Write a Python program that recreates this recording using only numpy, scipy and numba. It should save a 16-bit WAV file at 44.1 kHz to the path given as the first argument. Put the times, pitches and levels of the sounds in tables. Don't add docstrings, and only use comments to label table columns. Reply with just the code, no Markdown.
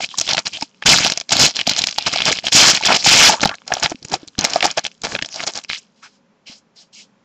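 import sys
import numpy as np
from scipy import signal
from scipy.fft import rfft, irfft, next_fast_len
from scipy.io import wavfile
from scipy.ndimage import uniform_filter1d, minimum_filter1d
from numba import njit

SR = 44100
rng = np.random.default_rng(int(sys.argv[2]) if len(sys.argv) > 2 else 0)


def how_loud(loudness_db):
    steps = np.asarray(loudness_db, float) / 20
    return 10 ** steps


def log_audio(samples):
    frames = np.atleast_2d(samples).T
    limited = np.clip(frames, -1, 1)
    pcm = np.round(limited * 32767).astype(np.int16)
    wavfile.write(sys.argv[1], SR, pcm)


N = 319284

# (start [s], pack rattle re film [dB], pack knock re snap [dB], finger rumble re film [dB])
STAGES = [
    (0, -14.5, -17.5, -17),
    (0.8, -9.5, -17, -15.5),
    (1.5, -12.5, -24.5, -17.5),
    (2.5, -15, -20, -22),
    (3.4, 4.5, -12, -11.5),
    (4.0, 1.5, -18.5, -1),
    (4.449, -11, -17.5, -20),
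    (4.95, 0.5, -27.5, -2),
    (5.25, -3.5, -14, -15),
    (5.6, -33, -41, -28.5),
]
# (time [s], peak level [dB], film patch pitch [Hz])
SNAPS = [(0.0054, -13.5, 2750), (0.0399, -14, 2550), (0.1137, -29, 3040), (0.175, -9, 7200),
         (0.184, 1.5, 6840), (0.2115, 1.5, 6000), (0.2763, -7.5, 3570), (0.2897, -2, 3660),
         (0.3108, -4, 4360), (0.332, 1, 4270), (0.3468, -7, 4140), (0.3792, 2.5, 2540),
         (0.3901, -3.5, 5390), (0.57, -14.5, 2840), (0.61, -14.5, 5100), (0.624, -6.5, 4900),
         (0.8236, -11, 1700), (0.997, -6.5, 5000), (1.047, 4.5, 2810), (1.064, 0, 4285),
         (1.0775, -5, 4160), (1.0984, -1.5, 4370), (1.12, 0, 4240), (1.174, -3, 4730),
         (1.2107, -10.5, 4960), (1.292, -10, 4250), (1.3068, -5.5, 3700),
         (1.566, -2.5, 4300), (1.5905, -2, 2950), (1.6117, -2, 3050), (1.6726, 4, 4540),
                (1.6942, 4, 4080), (1.713, -4, 4260), (1.7634, -3.5, 4300), (1.8174, -2.5, 4250),
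                (1.8387, 0.5, 3380), (1.87, -0.5, 4580), (1.8855, -10.5, 2760), (1.9102, -10, 4600),
                (1.925, -13, 4700), (1.9835, 1, 4270), (2.159, -6, 4380), (2.183, -7.5, 2910),
                (2.2032, -6, 2630), (2.2185, 0, 2730), (2.254, 1, 5300), (2.3867, -7.5, 3220),
                (2.4673, 0, 3300), (2.482, -3, 3150), (2.5223, -5, 3080),
         (2.7488, 0, 4400), (2.7721, -5, 2620), (2.811, -13, 5140), (2.835, -1, 2670),
              (2.923, 3, 2450), (3.0438, -5, 4390), (3.407, -19, 3580), (3.4146, -2, 4410),
              (3.4548, 0, 3940), (3.4735, -7, 4230), (3.492, -6, 2660), (3.5131, -15, 1950),
              (3.5406, -18, 1990), (3.678, -14, 5500), (3.7212, -4.5, 1630), (3.737, -2.5, 5560),
              (3.7683, -15.5, 2950), (3.782, -18, 3000), (3.8265, -6, 1980), (3.8587, -0.5, 2100),
              (3.897, -15.5, 6300), (4.027, -22, 4200), (4.049, -14.5, 6950), (4.098, -21.5, 5350),
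              (4.139, -2, 4870), (4.2757, -20, 6900),
         (4.3897, -0.5, 4520), (4.4428, -2, 5470), (4.4478, 7, 5070), (4.534, -3.5, 5200),
              (4.606, -5, 2700), (4.6262, 3.5, 2160), (4.6647, -5, 5710), (4.7117, -8.5, 4910),
              (4.8425, -13, 5500), (4.8501, -7, 3260), (4.8637, -8.5, 3420), (5.0175, -20, 6850),
              (5.041, -11, 5800), (5.15, -4, 2370), (5.1609, -12, 1640), (5.189, -11.5, 1720),
              (5.2234, -4, 3020), (5.2469, -12, 3330), (5.259, -15, 5340), (5.3415, -17, 4140),
              (5.4029, -12, 2100), (5.4735, -4, 5500), (5.554, -11, 4940), (5.5745, -6.5, 6200),
              (5.637, -19, 7000), (5.699, -8, 2220), (5.712, -14, 2270), (5.7313, -8, 2520)]
# (time [s], peak level [dB], pitch [Hz])
TICKS = [(0.0448, -10, 2460), (0.0893, -25, 3620), (0.153, -24, 3520), (0.1908, -11, 6480),
         (0.1987, -2, 6270), (0.268, -14, 5250), (0.3696, -6, 4450), (0.4683, -3.5, 4320),
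         (0.5356, -16, 4350), (0.745, -40, 2600), (0.836, -21, 2670), (0.9601, -1, 3490),
         (0.9662, -3, 3730), (0.9745, -1, 4070), (1.0069, -3, 3840), (1.136, -13, 4230),
         (1.2, -11, 4970), (1.3671, 2, 4270), (1.3764, -11, 4890), (1.4627, 7, 4090),
         (1.5127, -20, 4950), (1.5393, -24, 4220), (1.5586, -9.5, 5200), (1.668, -6.5, 3170),
         (1.6867, -11, 4100), (1.735, -8, 4330), (1.7722, -9, 4430), (1.7895, -2, 6500),
         (1.812, -16, 3100), (1.8911, -11, 4880), (1.9457, -27, 6930), (1.9532, -28, 4600),
         (1.961, -23, 2810), (2.024, -14, 4430), (2.1164, -14, 3950), (2.1734, -7, 4230),
         (2.1888, -4, 2950), (2.2083, -11, 2610), (2.2373, -20, 2130), (2.282, -9, 2420),
         (2.2978, -7, 3530), (2.3255, -6.5, 5380), (2.3597, -19, 2790), (2.3717, -11, 5170),
         (2.425, -32, 2670), (2.4474, -18, 2870), (2.8004, -16, 5540), (2.826, -10, 2780),
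         (2.8499, -1, 3010), (2.8715, 1, 4930), (2.9461, -10, 5060), (2.9624, -6, 2940),
         (3.384, -28, 1100), (3.397, -19, 1270), (3.4066, -10, 3700), (3.4245, -8, 5000),
              (3.4497, -4, 5000), (3.5239, -32, 1500), (3.553, -23, 6060), (3.5836, -35, 2830),
              (3.6182, -33, 1150), (3.752, -15, 3380), (3.7984, -14, 6960), (3.834, -0.5, 5730),
              (3.8397, -6, 2600), (3.877, -24, 2670), (3.905, -18, 6300), (3.956, -27, 2700),
              (4.084, -22, 5560), (4.2832, -25, 4250), (4.352, -34.5, 1590), (4.3815, -16.5, 3230),
              (4.41, -6.5, 6210), (4.4334, -22, 2640), (4.4989, -13, 5390), (4.504, -13, 5330),
              (4.5585, -7, 5000), (4.6562, -3.5, 4530), (4.6772, -17, 1890), (4.684, -19, 1110),
              (4.768, -27, 3000), (4.7745, -4.5, 5500), (4.781, -5, 2610), (4.7924, -8, 5950),
              (4.866, -9.5, 6200), (4.8787, -26, 2910), (4.9154, -33, 2790), (4.95, -44, 4370),
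              (4.978, -46, 4350), (5.0357, -13, 5500), (5.0493, -8, 5900), (5.121, -18.5, 1700),
              (5.2138, -21, 2900), (5.288, -22, 7140), (5.3256, -20, 6180), (5.3593, -13.5, 5340),
              (5.3958, -18.5, 2200), (5.4178, -27, 4210), (5.4372, -13, 4310), (5.466, -13, 6000),
              (5.478, -10, 4250), (5.481, -12, 4400), (5.5362, -19, 6100), (5.5877, -19.5, 4230),
              (5.647, -19.5, 2600), (5.694, -15, 4500), (5.7783, -23.5, 3335), (6.9493, -28.5, 6560),
              (6.999, -38, 7600)]
# (start [s], length [s], film level [dB], pitch re middle [octaves], rattle re film [dB])
TEARS = [(0.858, 0.21, -14, -0.65, -20.5), (0.859, 0.078, -5, -0.35, -14.5), (1.32, 0.013, -8, 0.26, -13.5),
         (1.394, 0.057, -7, 1, -14.5), (2.263, 0.029, -12, -1.2, -6), (2.522, 0.082, -9.5, 0.77, -19.5),
         (2.554, 0.15, -4.5, -0.4, -15), (2.729, 0.043, -17, -0.59, -14.5),
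         (2.855, 0.013, -10, -0.062, -14), (2.884, 0.041, -19.5, -1, 5), (2.944, 0.021, -11, -0.19, -10.5),
         (3.044, 0.049, -13.5, 0.94, -17), (3.062, 0.049, -8, -0.72, -19.5), (3.111, 0.18, -4, -0.56, -15),
         (3.288, 0.048, -19, 0.74, -1.5), (3.43, 0.0072, -14.5, -0.03, 4), (3.828, 0.022, -13.5, -1, -7.5),
         (4.621, 0.055, -25, -0.12, -3), (4.642, 0.0087, -12, 1, -2.5), (4.773, 0.014, -22.5, 0.067, 4)]
# (start [s], length [s], film level [dB], pitch re middle [octaves])
CRUMPLES = [(0.288, 0.031, -17, -1.5), (0.366, 0.029, -21, -3), (0.457, 0.02, -20.5, 0.1),
            (0.531, 0.031, -31, 0.5), (1.093, 0.023, -27.5, 0), (1.709, 0.0092, -14, -0.9),
            (1.778, 0.014, -15.5, 0.2), (1.861, 0.035, -29, 0), (2.065, 0.015, -11.5, -0.5),
            (2.128, .011, -14.5, -0.3), (2.317, 0.011, -13.5, -0.3), (2.985, 0.057, -26.5, 1),
            (3.904, 0.016, -39, 1), (4.117, 0.032, -28.5, 1), (4.681, 0.03, -26, -1),
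            (4.839, 0.026, -31, 0), (5.039, 0.016, -22.5, 0), (5.426, 0.015, -27, 0),
            (5.469, 0.0086, -23, 0.5), (5.485, 0.014, -29, 0.7), (5.55, 0.034, -32, -0.5),
            (5.777, 0.011, -36.5, 4.5)]
# (start [s], length [s], film level [dB], pitch re middle [octaves])
RUSTLES = [(.005, 0.036, -23.5, 0.44), (0.088, 0.07, -40, 0.5), (0.17, 0.18, -31, 0.5),
           (0.453, .19, -41, 0.5), (1.066, 0.11, -35, 0.1), (1.305, 0.17, -16, 0.33),
           (1.547, 0.058, -24.5, 0), (1.657, 0.17, -25.5, -0.2), (1.93, .04, -41.5, 1),
           (1.975, 0.2, -27, 0), (2.13, 0.17, -22.5, 0), (2.252, 0.12, -27, 0.2), (2.436, 0.042, -23, 0.2),
           (2.821, 0.13, -18, -0.15), (3.335, 0.028, -35, -10), (3.4, 0.096, -24.5, -2),
           (3.667, 0.2, -40, 1), (4.072, 0.048, -47.5, 0.5), (4.173, 0.068, -53.5, 0.2),
           (4.381, 0.079, -29, -0.2), (4.449, 0.13, -30.5, 0.5), (4.665, 0.15, -45.5, -0.5),
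           (5.055, 0.1, -34.5, .9), (4.87, 0.045, -56, 0), (5.258, 0.097, -47.5, 0.5),
           (5.345, 0.068, -32.5, 0.5), (5.398, 0.2, -45, 1.5), (5.689, 0.067, -24, -0.27)]
# (start [s], end [s], hiss level [dB], pitch re middle [octaves], pack rattle re hiss [dB])
SLIDES = [
    (5.96, 6.16, -62, 0.61, -19),
    (6.029, 6.062, -37.5, -1.17, -27),
    (6.03, 6.068, -49, 1, -29),
    (6.469, 6.528, -40.5, 0.34, -13.5),
    (6.543, 6.584, -55.5, 1, -23.5),
    (6.762, 6.822, -49, 0.74, -13.5),
    (6.933, 7.023, -44.5, 0.65, -25),
]
# (time [s], peak level [dB], pitch [Hz])
KNOCKS = [(0.004, -17.5, 742), (0.141, -21, 1056), (0.622, -16.5, 880), (0.823, -23, 877),
          (1.318, -11.5, 820), (1.674, -10.5, 717), (1.983, -12.5, 830), (2.064, -29, 720),
          (2.159, -11.5, 727), (2.261, -18.5, 714), (2.904, -4, 786), (3.062, -4, 804), (3.295, -1.5, 864),
          (3.34, -11.5, 890), (3.43, -14, 700), (3.456, -3.5, 790), (3.705, -18, 770), (3.718, -9, 738),
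          (3.767, -14, 740), (4.138, -6, 785), (4.442, -13.5, 714), (4.559, -0.5, 705), (4.631, -8, 730),
          (4.653, -3.5, 800), (4.774, -10.5, 644), (5.036, -23, 820), (5.149, -17.5, 570),
          (0.3253, -18.5, 840), (0.3455, -13, 784), (0.5849, -32, 755), (1.001, -22, 610),
          (1.0594, -11.5, 710), (1.3531, -16.5, 700), (1.3888, -17, 730), (2.0755, -18, 695),
          (2.3103, -13, 450), (2.441, -20.5, 696), (2.8091, -17.5, 865), (2.8675, -16.5, 805),
          (3.2164, -12, 815), (3.239, -9, 790), (3.737, -13.5, 710), (3.917, -19, 703),
          (5.1304, -23.5, 410), (5.1885, -27, 850)]
# (time [s], peak level [dB], pitch [Hz])
BUMPS = [
    (0.625, -30.5, 280),
    (3.455, -18, 199),
    (3.918, -26.5, 330),
    (3.946, -35.5, 255),
    (4.231, -37.5, 320),
    (1.675, -25, 236),
    (4.386, -22.5, 208.5),
    (6.497, -45, 238),
]
# (start [s], length [s], level [dB], start pitch [Hz], end pitch [Hz])
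POCKETS = [(0.013, 0.042, -27.5, 2334, 2510), (0.092, 0.042, -36, 3500, 3300),
           (0.521, 0.062, -28, 2800, 3330), (1.95, 0.094, -34.5, 2920, 2730),
           (2.122, 0.057, -26, 2600, 2760), (2.255, 0.04, -25, 5360, 5190),
           (2.982, 0.039, -22.5, 4590, 4850), (3.345, 0.067, -33.5, 1000, 1190),
           (3.495, 0.062, -32, 1096, 1690), (4.089, 0.092, -31, 321, 429), (5.295, 0.092, -33, 6020, 4500),
           (5.347, 0.044, -35.5, 805, 745), (6.021, 0.05, -45, 1193, 1624),
           (6.456, 0.06, -42.5, 2740, 2605), (6.76, 0.057, -46, 4610, 4420), (6.937, 0.09, -45, 3000, 2400)]
# (frequency [Hz], level [dB])
FILM = [(1200, -18), (1900, -16), (2700, -9.5), (3600, -12), (4400, -9.5), (5500, -7.5), (6500, -9),
        (7400, -8.5), (8300, -10), (9300, -32)]
# (frequency [Hz], width [Hz], level [dB])
PACK = [(710, 122, -3.5), (413, 220, -10.5), (1000, 1240, -8)]
# (frequency [Hz], level [dB])
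FINGERS = [(20, -26.5), (50, -10.5), (170, 0), (300, -4.5), (450, -7.5), (900, -39)]
# (frequency [Hz], density [dB per Hz])
FAN = [(40, -33), (110, -24), (210, -5.5), (330, -20.5), (600, -21), (1000, -23), (4000, -35.5),
       (7500, -39), (9000, -64.5)]
# (frequency [Hz], width [Hz], level [dB])
FAN_LINES = [(420, 12, -73.5), (541.6, 15, -71.5)]

PATCH_HZ, MIDDLE_HZ = np.array([800, 1700, 2600, 3800, 5500, 10000]), 3000
LOAD_S = .001
KNOCK_DB_PER_OCTAVE = -5
SETTLE_DB, SETTLE_S, HELD_DB, PUT_DOWN_S = -26.5, 0.035, -62, 5.85
DESK_T60_S, DESK_DB = 0.028, -13
FAN_DB = -60
OVERLOAD = .73


def level(x, db):
    return x * how_loud(db) / np.sqrt(np.mean(x ** 2))


def colour(x, points):
    hz, db = np.transpose(points)
    size = next_fast_len(N)
    bins = np.log(np.fft.rfftfreq(size, 1 / SR) + 1)
    gain = how_loud(np.interp(bins, np.log(hz), db))
    return irfft(rfft(x, size) * gain, size)[:N]


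def resonate(x, hz, width_hz):
    return signal.lfilter(*signal.iirpeak(hz, hz / width_hz, fs=SR), x)


def walk(rate_hz):
    k = int(SR / rate_hz)
    held = np.repeat(rng.standard_normal(N // k + 1), k)
    return 0.77 * uniform_filter1d(held, k)[:N]


@njit
def add_rings(start, hz, t60, size, turn, quick):
    out = np.zeros(N)
    for g in range(len(start)):
        fall = np.exp(-np.log(1000) / (t60[g] * SR))
        p = fall * np.exp(2j * np.pi * hz[g] / SR)
        z = size[g] * np.exp(1j * turn[g])
        rise, step = 1., fall ** quick
        for i in range(start[g], min(N, start[g] + int(t60[g] * SR))):
            z, rise = z * p, rise * step
            out[i] += z.imag * (1 - rise)
    return out


def ring(start_s, hz, t60_s, db, quick, turn=0.0):
    settings = np.broadcast_arrays(start_s * SR, hz, t60_s, how_loud(db), turn)
    start, *rest = [np.ravel(c).astype(float) for c in settings]
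    return add_rings(start.astype(int), *rest, quick)


def stage(s, column):
    rows = np.array(STAGES)
    return rows[np.searchsorted(rows[1:, 0], s), column]


def snap_rows():
    s, db, hz = np.transpose(SNAPS)
    knock_db = stage(s, column=2) + KNOCK_DB_PER_OCTAVE * np.log2(hz / MIDDLE_HZ)
    return np.transpose([s, db + 1.0, hz, knock_db])


def snaps(count=6, cycles=11, lag_s=0.0037, others_db=-7, gain_db=3, knock_hz=720, knock_t60_s=0.028):
    s, db, hz, knock_db = (c[:, None] for c in snap_rows().T)
    lag, size, turn = rng.random((3, len(s), count))
    other = np.arange(count) > 0
    start_s = s + LOAD_S + other * lag_s * (lag - .3)
    other_hz = hz ** .6 * (600 + 11000 * size) ** (1 - .6)
    pitch = np.where(other, other_hz, hz)
    t60_s = cycles / np.sqrt(pitch * MIDDLE_HZ)
    film = ring(start_s, pitch, t60_s, db + gain_db + other * others_db, 3.7, 2 * np.pi * turn)
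    note = knock_hz * (0.87 + 0.38 * rng.random(s.shape))
    knock = ring(start_s[:, :1], note, knock_t60_s, db + knock_db, 2.3)
    return film + crack(start_s[:, :1], db, hz) + knock


def ticks(count=4, cycles=12, others_db=-6, gain_db=5, lag_s=0.0013):
    s, db, hz = (c[:, None] for c in np.transpose(TICKS))
    size, lag, turn = rng.random((3, len(s), count))
    other = np.arange(count) > 0
    pitch = np.where(other, np.sqrt(hz * (900 + 10500 * size)), hz)
    start_s = s + LOAD_S / 2 + other * lag_s * (lag - .3)
    t60_s = cycles / np.sqrt(pitch * MIDDLE_HZ)
    film = ring(start_s, pitch, t60_s, db + gain_db + other * others_db, 4.5, 2 * np.pi * turn)
    return crack(start_s[:, :1], db, hz) + film


def crack(start_s, db, hz, t60_s=.0011, gain_db=-2.):
    return ring(start_s, hz, t60_s, db + gain_db, 20.)


def effort(table, rise_ms, fall_share, spread, widen, swell=0):
    octave = np.log2(np.sqrt(PATCH_HZ[1:] * PATCH_HZ[:-1]) / MIDDLE_HZ)
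    power = np.zeros((len(octave) + 1, N))
    for s, end, db, centre, rattle_db in table:
        a, b = max(int((s - .03) * SR), 0), min(int((end + .15) * SR), N)
        ms = (np.arange(a, b) / SR - s) * 1000
        length_ms = max(end - s, .002) * 1000
        rise = np.minimum(ms, 0) / rise_ms
        fall = np.maximum(ms - length_ms, 0) / (1 + fall_share * min(length_ms, 50))
        shape = np.exp(rise - fall)
        shape *= 1 - min(swell, .95) * np.exp(-np.maximum(ms, 0) / (0.78 * length_ms))
        width = max(spread + widen * (db + 49.5), .4)
        share = np.exp(-.5 * ((octave - centre) / width) ** 2)
        gains = np.append(share / share.mean(), how_loud(2 * rattle_db))
        power[:, a:b] += how_loud(2 * db) * shape * gains[:, None]
    return power


def spans(table):
    return [(s, s + length, *rest) for s, length, *rest in table]


def with_rattle(table):
    return [(*row, stage(row[0], column=1)) for row in spans(table)]


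def rips():
    moves = with_rattle(CRUMPLES) + spans(TEARS)
    creaks = [(s, s + 0.0033, db - 23.5, np.log2(hz / MIDDLE_HZ), knock_db + 11.5)
              for s, db, hz, knock_db in snap_rows()]
    pulled = effort(moves, rise_ms=1.0, fall_share=0.13, spread=0.6, widen=0.015, swell=.4)
    return pulled, effort(creaks, rise_ms=1.0, fall_share=0.55, spread=1.0, widen=0)


def rustles():
    return effort(with_rattle(RUSTLES), rise_ms=1.0, fall_share=.14, spread=0.49, widen=0.0036, swell=0.9)


def slides():
    return effort(SLIDES, rise_ms=1.74, fall_share=0.17, spread=0.58, widen=0, swell=0.2)


def settle(power):
    keep = np.exp(-1 / (SETTLE_S * SR))
    after = how_loud(2 * SETTLE_DB) * signal.lfilter([1 - keep], [1, -keep], power.mean(axis=0))
    held = how_loud(2 * HELD_DB) * (np.arange(N) < PUT_DOWN_S * SR)
    return after + held


def creases(per_s=4000, cycles=10, scatter_db=4.0, hiss_db=-9):
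    when, size, strength, turn = rng.random((4, int(per_s * N / SR)))
    pitch = 800 + 8600 * size
    db = -scatter_db * np.log(strength + 0.0014) + 10 * np.log10(pitch)
    grains = ring(when * N / SR, pitch, cycles / pitch, db, 4.7, 2 * np.pi * turn)
    return level(grains, 0) + level(rng.standard_normal(N), hiss_db)


def patches(x, patchy_db):
    sheet = level(colour(x, FILM), 0)
    bands = []
    for edge in zip(PATCH_HZ, PATCH_HZ[1:]):
        band = signal.butter(2, edge, "band", fs=SR, output="sos")
        bands.append(signal.sosfiltfilt(band, sheet) * how_loud(patchy_db * walk(35)))
    return np.array(bands)


def kicks(share, scatter_db):
    chance, sign, strength = rng.random((3, N))
    pushes = (chance < share) * np.sign(sign - .5)
    return level(pushes * how_loud(-scatter_db * np.log(strength)), 0)


def pack(push, gain_db=17):
    pushed = push * kicks(0.099, 2.64)
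    return how_loud(gain_db) * sum(how_loud(db) * resonate(pushed, hz, width_hz) for hz, width_hz, db in PACK)


def knocks(t60_s=0.024, gain_db=5.0, upper=1.7, upper_db=-14):
    s, db, hz = np.transpose(KNOCKS)
    low = ring(s, hz, t60_s, db + gain_db, 3.6)
    return low + ring(s, upper * hz, t60_s, db + gain_db + upper_db, 2.5)


def bumps(t60_s=0.032):
    s, db, hz = np.transpose(BUMPS)
    return ring(s, hz, t60_s, db + 13.0, 6.5)


def fingers(push, smear_s=0.0095):
    slow = np.sqrt(np.abs(uniform_filter1d(push ** 2, int(smear_s * SR))))
    return slow * level(colour(kicks(0.018, 3.7), FINGERS), 0)


def pockets(width=.22, edge=0.58):
    out = np.zeros(N)
    noise = rng.standard_normal((2, N))
    for s, length_s, db, hz, end_hz in POCKETS:
        a, n = int(s * SR), int(length_s * SR)
        k = max(int(SR / (width * (hz + end_hz))), 2)
        wobble = uniform_filter1d(uniform_filter1d(noise[:, a:a + n], k), k)
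        turn = 2 * np.pi * np.cumsum(np.geomspace(hz, end_hz, n)) / SR
        hiss = wobble[0] * np.cos(turn) + wobble[1] * np.sin(turn)
        out[a:a + n] += level(hiss, db) * np.hanning(n) ** edge
    return out


def desk(near):
    t = np.arange(SR // 5) / SR
    blur = rng.standard_normal(len(t)) * how_loud(-60 * t / DESK_T60_S) * (t > .001)
    blur *= how_loud(DESK_DB) / np.sqrt(np.sum(blur ** 2))
    return signal.fftconvolve(near, blur)[:N]


def fan():
    air = level(colour(rng.standard_normal(N), FAN), FAN_DB) * how_loud(.8 * walk(4.9))
    return air + sum(level(resonate(rng.standard_normal(N), hz, width_hz), db) for hz, width_hz, db in FAN_LINES)


def scene():
    pulled, creaks = rips()
    rustle = rustles()
    rip = pulled + rustle
    rip[:-1] += settle(rip[:-1])
    rubbed = 0.25 * rustle
    rip = rip + creaks - rubbed
    slide = slides() + rubbed
    torn = np.sqrt(rip[:-1]) * patches(creases(), 2.2)
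    slid = np.sqrt(slide[:-1]) * patches(rng.standard_normal(N), 3.3)
    film = np.sum(torn + slid, axis=0)
    both = rip + slide
    rumble = how_loud(stage(np.arange(N) / SR, column=3))
    rub = fingers(np.sqrt(both[:-1].mean(axis=0)) * rumble)
    low = pack(np.sqrt(both[-1])) + rub + bumps() + knocks()
    near = film + snaps() + ticks() + low + pockets()
    return (near + desk(near) + fan())[None]


def smear(x, early_db=-24, t60_s=0.018):
    t = np.arange(SR // 20) / SR
    early = rng.standard_normal(len(t)) * how_loud(-60 * t / t60_s)
    early *= how_loud(early_db) / np.sqrt(np.sum(early ** 2))
    return x + signal.fftconvolve(x[:, ::-1], early[None])[:, :N][:, ::-1]


def overload(x):
    room_left = np.minimum(1, OVERLOAD / (np.abs(x) + 1e-9))
    return x * uniform_filter1d(minimum_filter1d(room_left, size=3), size=3)


def band_limit(x):
    return signal.sosfilt(signal.butter(12, 16660, fs=SR, output="sos"), x)


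def record(dry):
    narrow = signal.sosfilt(signal.cheby2(8, 70, 10600, fs=SR, output="sos"), smear(dry))
    top = signal.sosfiltfilt(signal.butter(14, 15700, fs=SR, output="sos"), overload(narrow))
    return band_limit(top)


dry = scene()
out = record(dry)
log_audio(out)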